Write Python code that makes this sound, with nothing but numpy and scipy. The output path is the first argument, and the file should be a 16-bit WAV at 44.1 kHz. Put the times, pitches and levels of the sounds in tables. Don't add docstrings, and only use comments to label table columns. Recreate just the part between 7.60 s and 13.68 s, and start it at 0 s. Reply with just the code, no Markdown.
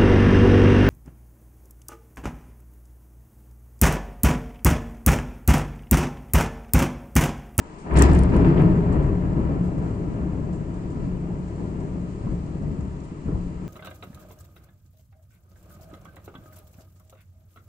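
import sys
import numpy as np
from scipy import signal
from scipy.fft import rfft, irfft
from scipy.io import wavfile
from scipy.ndimage import uniform_filter1d

SR = 44100
rng = np.random.default_rng(int(sys.argv[2]) if len(sys.argv) > 2 else 0)


def int16_out(signal):
    q = np.round(np.clip(np.atleast_2d(signal).T, -1, 1) * 32767)
    wavfile.write(sys.argv[1], SR, q.astype(np.int16))


N = 268128
TIME = np.arange(N) / SR
BURST_TIME = TIME[:SR // 4]
FREQS = np.maximum(np.fft.rfftfreq(N, 1 / SR), 1)
CRACK_S = 0.356
LEFT_LEAD_S = 0.00043
TOP_HZ = 16000
# f/Hz, width/Hz, lift/dB
ROOM_MODES = [(25.8, 20, 3.5), (65.2, 3.1, 15), (108.4, 9.8, 6.5), (147, 3.75, 12.5), (177.74, 3.67, 15.5),
              (217, 7.8, 5), (276, 12, 7), (316.4, 21, 4.5), (405, 16, 2.5), (611, 15, 5), (970.4, 83, 7.5),
              (1292, 74, 4)]


def thunder(boom_gain, body_gain, growl_gain, edge_gain):
    # f/Hz, level/dB
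    spectrum = [(15, -12.5), (26, -6), (35, -5), (46, -2.5), (65, -5.5), (130, -9.5), (245, -10), (340, -9),
                (425, -9.5), (485, -17), (680, -18.5), (820, -22.5), (1150, -24), (1800, -30), (2800, -39),
                (3600, -51.5), (4900, -54), (6500, -90), (12000, -120)]
    shocks = shape(room(impulses(rate_hz=3200, spread_db=2)), undb(over_freq(spectrum)))
    low, middle, high = (below(hz, order=10) for hz in (92, 225, 680))
    boom = steady(shape(shocks, low), span_s=0.16)
    boom = room_drone(boom, hz=65.7, start_s=CRACK_S, length_s=0.46, share=0.82)
    body = steady(shape(shocks, middle - low), span_s=0.081)
    body = room_drone(body, hz=172, start_s=0.94, length_s=0.32, share=0.56, waver=0.0595)
    growl = steady(shape(shocks, high - middle), span_s=0.24)
    growl = room_drone(growl, hz=322, start_s=0.855, length_s=0.058, share=0.93)
    growl = room_drone(growl, hz=412, start_s=1.11, length_s=0.23, share=0.25)
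    edge = steady(shape(shocks, 1 - high), span_s=0.16)
    return boom * boom_gain + body * body_gain + growl * growl_gain + edge * edge_gain


def register_gains():
    # t/s, hold/s, level/dB, extra boom/dB, brightness/dB
    peals = [(-.04, 0.33, -57, 15.5, 28.5), (0.24, 0.04, -36, -4, 18.5), (0.28, .02, -35.5, 3, 19),
             (0.308, .03, -25.5, 14.5, 14), (0.343, 0.045, -17.5, 11.5, 12), (0.387, .005, -28, 14.5, 24),
             (0.477, 0.1, -18.5, 13, 3.5), (0.712, 0.055, -18.5, 2.5, 9), (0.836, 0.023, -16, -7, 7.5),
             (0.948, 0.055, -18, 2.5, 6.5), (1.02, 0.055, -13, -17, -16), (1.15, 0.034, -26, -1, -9),
             (1.293, 0.045, -25.5, 13, 7.5), (1.477, 0.036, -21, -1, -5), (1.643, 0.094, -25, 8, -20),
             (1.75, 0.14, -29, -2, 8.5), (1.974, 0.02, -37, -2, 0), (2.135, 0.06, -29, -9, -10),
             (2.36, 0.087, -33.5, 2, -1), (2.595, 0.03, -26, -7, -24), (2.758, 0.23, -29.5, -1.5, -7),
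             (3.4, 0.13, -27.5, -0.5, -11), (3.61, .14, -28.5, -4, -5), (3.978, 0.2, -30.5, -18, 3.5),
             (4.15, 0.064, -34.5, 7.5, 4), (4.315, 0.1, -28.5, -7, -6), (4.625, 0.062, -26, 3, -1.5),
             (4.823, 0.1, -37, -4, 3.5), (4.997, 0.057, -26, 2, -9), (5.162, 0.063, -31.5, 7.5, -5),
             (5.644, 0.041, -23.5, -1, -4.5), (5.713, 0.052, -37, 19.5, -5), (5.84, 0.028, -37, 0, -11),
             (5.992, .08, -32, -6, -1)]
    # peal level/dB, share of extra boom, share of brightness, roll level/dB, fall/(dB per doubling)
    registers = [(-6.5, 0.75, 0.09, -25.5, 6.5), (-2.5, 0.078, 0.06, -19.5, 8.5),
                 (-9.5, 0.012, 0.55, -25.5, 8), (-24.5, 0.11, 1, -36, 9.5)]
    start_s, rise_s, roll_hold_s = 0.38, 0.46, 1.022
    age = np.maximum(TIME - start_s, 0)
    doublings = np.log2(np.hypot(1, age / roll_hold_s))
    roll = np.minimum(age / rise_s, 1) * undb(1.1 * wobble(hz=2.9))
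    swell_power = np.array([swell(s, hold_s) ** 2 for s, hold_s, *_ in peals])
    _, _, db, boom_db, bright_db = np.transpose(peals)
    gains = []
    for peal_db, deep, bright, roll_db, fall_db in registers:
        peal_power = undb(db + peal_db + deep * boom_db + bright * bright_db) ** 2 @ swell_power
        roll_power = (roll * undb(roll_db - fall_db * doublings)) ** 2
        gains.append(np.sqrt(peal_power + roll_power))
    return gains


def swell(start_s, hold_s, attack_s=0.025, decay_s=0.12):
    age = TIME - start_s
    return np.clip(age / attack_s, 0, 1) * np.exp(-np.maximum(age - attack_s - hold_s, 0) / decay_s)


def sizzle(edge_gain, air_loss_db_per_s=24.5, onset_s=0.008):
    # f/Hz, level/dB
    spectrum = [(900, -3), (1700, 21), (2500, 13.5), (3500, 6), (5000, 5.5), (6200, -2.5), (8000, -5),
                (9200, -11), (10000, -51), (15000, -66)]
    age = TIME - CRACK_S
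    shocks = shape(room(impulses(rate_hz=8000, spread_db=2.2)), undb(over_freq(spectrum)))
    spurts_db = 2.4 * wobble(hz=60)
    over_edge_db = -6.5 - air_loss_db_per_s * np.maximum(age, 0) + spurts_db
    onset = np.clip(age / onset_s, 0, 1)
    return steady(shocks, span_s=0.041) * edge_gain * undb(over_edge_db) * onset


def cracks(right_db=-1):
    # t/s, level/dB, length/s, band top/Hz
    fronts = [(.356, -18, 0.001, 3500), (.3735, -16, 0.0029, 1800), (.3835, -4, .0025, 1400),
              (.4165, -10, 0.0012, 1700), (.4195, -13, .0013, 1400), (.4395, -21, 0.0021, 3500)]
    out = np.zeros(N)
    for s, db, length_s, top_hz in fronts:
        through = (TIME - s) / length_s
        wave = (1 - 2 * through) * ((through >= 0) & (through < 1))
        out += undb(db) * low_pass(wave, top_hz, order=3)
    out = shape(out, 1 - below(hz=300, order=4))
    left = np.interp(TIME + LEFT_LEAD_S, TIME, out)
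    return np.array([left, out * undb(right_db)])


def snaps(low_hz=670, tail_db=-35, tail_s=0.03):
    # t/s, level/dB, decay/s, band top/Hz
    fronts = [(0.308, -34, .012, 2300), (0.323, -27.5, 0.0082, 1190), (0.3543, -33, 0.0067, 2660),
              (.365, -33, 0.0039, 2600), (.3725, -30.5, 0.0018, 6000), (.405, -27, 0.0088, 1100),
              (0.4154, -18.5, 0.0096, 1890), (0.435, -31, 0.0062, 5800), (.497, -44, .008, 5500),
              (0.5582, -33.5, 0.0098, 2800), (0.587, -41, 0.0046, 6450), (0.72, -36.5, 0.012, 2500),
              (.7653, -39, 0.0072, 2550), (0.845, -34, .01, 2920), (.887, -51, .014, 3440),
              (0.975, -37.5, 0.021, 3100), (0.9956, -35, 0.018, 2710), (1.316, -36.5, 0.018, 1330),
              (1.618, -49, 0.019, 2200), (1.801, -27, 0.005, 990), (3.698, -42, .025, 910),
              (3.923, -40, .005, 1100), (3.995, -45, 0.033, 1050), (4.668, -41, 0.015, 1180),
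              (4.743, -37, 0.0046, 900), (5.678, -45, .045, 1400), (5.752, -39.5, 0.018, 1050)]
    out = np.zeros((2, N))
    age = BURST_TIME
    for s, db, decay_s, top_hz in fronts:
        band = signal.butter(6, [min(low_hz, top_hz / 1.2), top_hz], "bandpass", fs=SR, output="sos")
        burst = steady(signal.sosfilt(band, rng.standard_normal((2, len(age)))), span_s=0.0074)
        envelope = np.exp(-age / decay_s) + undb(tail_db) * np.exp(-age / tail_s)
        rise = np.minimum(age / (decay_s / 6), 1)
        start = int(s * SR)
        out[:, start:start + len(age)] += undb(db) * burst * envelope * rise
    return out


def thumps(echo_db=-5, echo_s=0.013, pan_db=2):
    # t/s, level/dB, f/Hz
    shocks = [(.765, -15.5, 150), (0.779, -16, 132), (.83, -13.5, 167), (.893, -12, 200),
              (.992, -16.5, 165), (1.023, -16.5, 134.5), (1.094, -13, 166), (1.164, -19.5, 175),
              (1.208, -27.5, 168), (1.37, -15.5, 62), (1.772, -21.5, 130), (1.802, -18.5, 195),
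              (2.012, -17, 160), (2.07, -26, 79), (2.476, -21.5, 189), (2.622, -23.5, 170),
              (4.042, -28, 178), (4.661, -26, 127), (4.747, -27, 95), (4.763, -29, 169),
              (4.957, -23.5, 220), (5.018, -29, 170), (5.52, -26.5, 184), (5.677, -30, 280),
              (5.693, -21.5, 278), (5.731, -26, 140), (5.76, -31, 74)]
    out = np.zeros(N)
    age = BURST_TIME
    for s, db, hz in shocks:
        phase = 2 * np.pi * hz * (age - age.mean())
        wave = -phase * np.exp((1 - phase ** 2) / 2)
        reflections = rng.standard_normal(len(age)) * np.exp(-age / echo_s) * age
        echoes = signal.fftconvolve(reflections, wave)
        blow = echoes * undb(echo_db) * np.linalg.norm(wave) / np.linalg.norm(echoes)
        blow[:len(age)] += wave
        start = int((s - age.mean()) * SR)
        out[start:start + len(blow)] += undb(db) * blow[:N - start]
    for mode in ROOM_MODES:
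        out = cavity(out, *mode)
    return shape(out, below(hz=480, order=8)) * undb([[pan_db / 2], [-pan_db / 2]])


def ticks():
    # t/s, level/dB, decay/s, left minus right/dB
    events = [(0.3402, -37, .002, 11), (0.371, -26, 0.0047, 4), (0.3862, -26.5, 0.0072, -3),
              (0.392, -20.5, 0.0026, 2), (0.4227, -0.5, 0.00071, 14), (.4295, -33, .002, -4),
              (0.4375, -36.5, 0.0056, -4), (0.534, -21, 0.00059, 17), (0.5490, -28, 0.002, 10.5),
              (0.5917, -18, 0.00042, 18), (0.6351, -25, 0.0014, 17), (0.765, -33, 0.0021, 17.5),
              (1.0186, -41.5, 0.0031, 11)]
    # f/Hz, gain/dB
    spectrum = [(1200, -41), (2500, -3.5), (4000, -18), (6200, -7.5), (7800, -5), (9000, 0), (10300, -20),
                (11500, -8.5), (15500, -23)]
    return taps(events, spectrum)


def rain():
    # f/Hz, level/dB
    wash_spectrum = [(20, -7), (55, -10.5), (90, -11.5), (180, -5.5), (300, -6.5), (420, -10.5), (490, -10),
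                     (650, -17.5), (1000, -19), (1250, -19), (1550, -24), (2100, -25.5), (2900, -28),
                     (3600, -37), (4500, -37.5), (6000, -38.5), (9100, -45), (9800, -67.5), (13000, -80),
                     (15000, -94)]
    # f/Hz, level/dB
    patter_spectrum = [(1500, -4), (3000, 2), (4500, 7.5), (5800, 0), (9000, -2.5), (9800, -37.5),
                       (15000, -49)]
    wash = shape(room(rng.standard_normal((2, N))), undb(over_freq(wash_spectrum)))
    patter = shape(room(impulses(rate_hz=770, spread_db=0)), undb(over_freq(patter_spectrum)))
    sway = wobble(hz=4)
    return level(wash, db=-43) * undb(0.15 * sway) + level(patter, db=-70.5) * undb(1.6 * sway)


def drops():
    # t/s, level/dB, decay/s, left minus right/dB
    events = [(0.185, -55.5, 0.075, 7), (1.1557, -65.5, .02, -4.5), (1.3228, -55, 0.023, -1),
              (1.4226, -58.5, 0.036, 1), (2.04, -59, 0.066, 6), (2.1814, -60, 0.014, 0),
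              (2.22, -64, 0.16, 1), (2.4298, -68, 0.0065, -3), (2.9282, -59, 0.044, -2),
              (3.14, -58, .015, 4), (3.223, -72, .006, -3), (3.3023, -62, .025, -2), (3.8775, -62, .02, -3),
              (3.96, -63, 0.066, 2), (4.2023, -57, 0.011, 0), (4.23, -65, .06, -1), (4.8623, -63, .006, -7),
              (5.208, -61, 0.0062, -6), (5.4026, -56, 0.0051, -2), (5.436, -58.5, 0.035, 1),
              (5.4829, -62, 0.017, 7)]
    # f/Hz, gain/dB
    spectrum = [(2000, -9.5), (4500, 2.5), (6500, 1), (7500, 0.5), (9200, -1.5), (10000, -33), (15000, -57)]
    return taps(events, spectrum)


def taps(events, spectrum, tail_db=-33, tail_s=0.022):
    out = np.zeros((2, N))
    age = BURST_TIME
    treble_band = signal.butter(2, [8000, 9600], "bandpass", fs=SR, output="sos")
    treble = lambda x: np.linalg.norm(signal.sosfilt(treble_band, x), axis=1, keepdims=True)
    for s, db, decay_s, pan_db in events:
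        noise = undb([[db], [db - pan_db]]) * rng.standard_normal((2, len(age)))
        fade = np.exp(-age / decay_s)
        trim = treble(noise) * np.sqrt(np.mean(fade ** 2)) / treble(noise * fade)
        top_hz = np.clip(17000 + 250 * db, 9500, TOP_HZ)
        burst = low_pass(noise * fade * trim, top_hz, order=8)
        tail = low_pass(noise * undb(tail_db) * np.exp(-age / tail_s), hz=9400, order=6)
        start = int(s * SR)
        out[:, start:start + len(age)] += burst + tail
    return shape(out, undb(over_freq(spectrum)))


def room(x, t60_s=0.25, tail_db=-9):
    # f/Hz, coherence
    likeness = [(175, 0.98), (195, 0.55), (230, 0.63), (290, 0.96), (400, 0.87), (520, 0.15), (680, 1),
                (950, 0), (1200, 0.19), (1500, 0.91), (2000, 0.28), (2700, 0), (4000, 0.26), (7000, 0)]
    # f/Hz, left minus right/dB
    balance = [(30, 5), (65, 3.5), (170, 1.4), (250, 5.5), (390, 3.5), (700, 4), (2000, 3.5), (3500, -1.5),
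               (6000, 1)]
    tail = rng.standard_normal((2, N)) * undb(-60 * TIME / t60_s)
    response = rfft(tail / np.sqrt(np.sum(tail ** 2, axis=1, keepdims=True)))
    diffuse = undb(tail_db) * FREQS ** 2 / (FREQS ** 2 + 600 ** 2)
    mid, side = shape(x, (1 + diffuse * response) / np.hypot(1, diffuse))
    coherence = np.clip(over_freq(likeness), 0, 0.997)
    mid = shape(level(mid), np.sqrt(1 + coherence))
    side = shape(level(side), np.sqrt(1 - coherence))
    lag_s = LEFT_LEAD_S * (1 - below(hz=726, order=8))
    delay = np.exp(np.outer([1j, -1j], np.pi * FREQS * lag_s))
    lean = undb(np.outer([0.5, -0.5], over_freq(balance)))
    return shape(np.array([mid + side, mid - side]), lean * delay * resonances(ROOM_MODES))


def room_drone(rumble, hz, start_s, length_s, share, waver=0.026):
    age = np.maximum(TIME - start_s, 0)
    held = np.tanh(age / 0.01) ** 4 * np.exp(-(age / length_s) ** 4)
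    part = share * held
    cycles = np.cumsum(hz * (1 + waver * wobble(hz=8.2))) / SR
    note = np.sqrt(2) * np.sin(2 * np.pi * (cycles + rng.random()))
    return np.sqrt(1 - part) * rumble + np.sqrt(part) * note


def cavity(x, hz, width_hz, lift_db):
    return x + (undb(lift_db) - 1) * signal.lfilter(*signal.iirpeak(hz, hz / width_hz, fs=SR), x)


def resonances(modes):
    peaks = ((undb(db) ** 2 - 1) / (1 + (2 * (FREQS - hz) / width_hz) ** 2) for hz, width_hz, db in modes)
    return np.sqrt(1 + sum(peaks))


def impulses(rate_hz, spread_db):
    arrives = rng.random((2, N)) < rate_hz / SR
    strength = np.minimum(rng.exponential(size=(2, N)), 4)
    return arrives * rng.choice([-1, 1], (2, N)) * undb(spread_db * strength)


def wobble(hz):
    return level(shape(rng.standard_normal(N), np.exp(-FREQS / hz)))


def steady(x, span_s):
    power = uniform_filter1d(np.mean(x ** 2, axis=0), int(span_s * SR))
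    return x / np.sqrt(uniform_filter1d(power, int(span_s * SR / 2)) + 1e-18)


def level(x, db=0):
    return x * undb(db) / np.sqrt(np.mean(x ** 2))


def low_pass(x, hz, order):
    return signal.sosfilt(signal.butter(order, hz, fs=SR, output="sos"), x)


def below(hz, order):
    return 1 / (1 + (FREQS / hz) ** order)


def shape(x, gain):
    return irfft(rfft(x) * gain, N)


def over_freq(points):
    hz, value = np.transpose(points)
    return np.interp(np.log(FREQS), np.log(hz), value)


def undb(db):
    return 10 ** (np.asarray(db) / 20)


def scene():
    boom, body, growl, edge = register_gains()
    clap = thunder(boom, body, growl, edge) + sizzle(edge) + cracks() + snaps() + thumps()
    return clap + ticks() + rain() + drops()


def record(dry, ceiling=0.95):
    # f/Hz, width/Hz, lift/dB
    ports = [(8700, 1300, 8), (7330, 660, 13)]
    heard = np.array([cavity(x, *port) for x, port in zip(dry, ports)])
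    rounded = heard / (1 + (heard / ceiling) ** 8) ** (1 / 8)
    return signal.sosfilt(signal.ellip(8, 0.2, 80, TOP_HZ, fs=SR, output="sos"), rounded)


dry = scene()
out = record(dry)
int16_out(out)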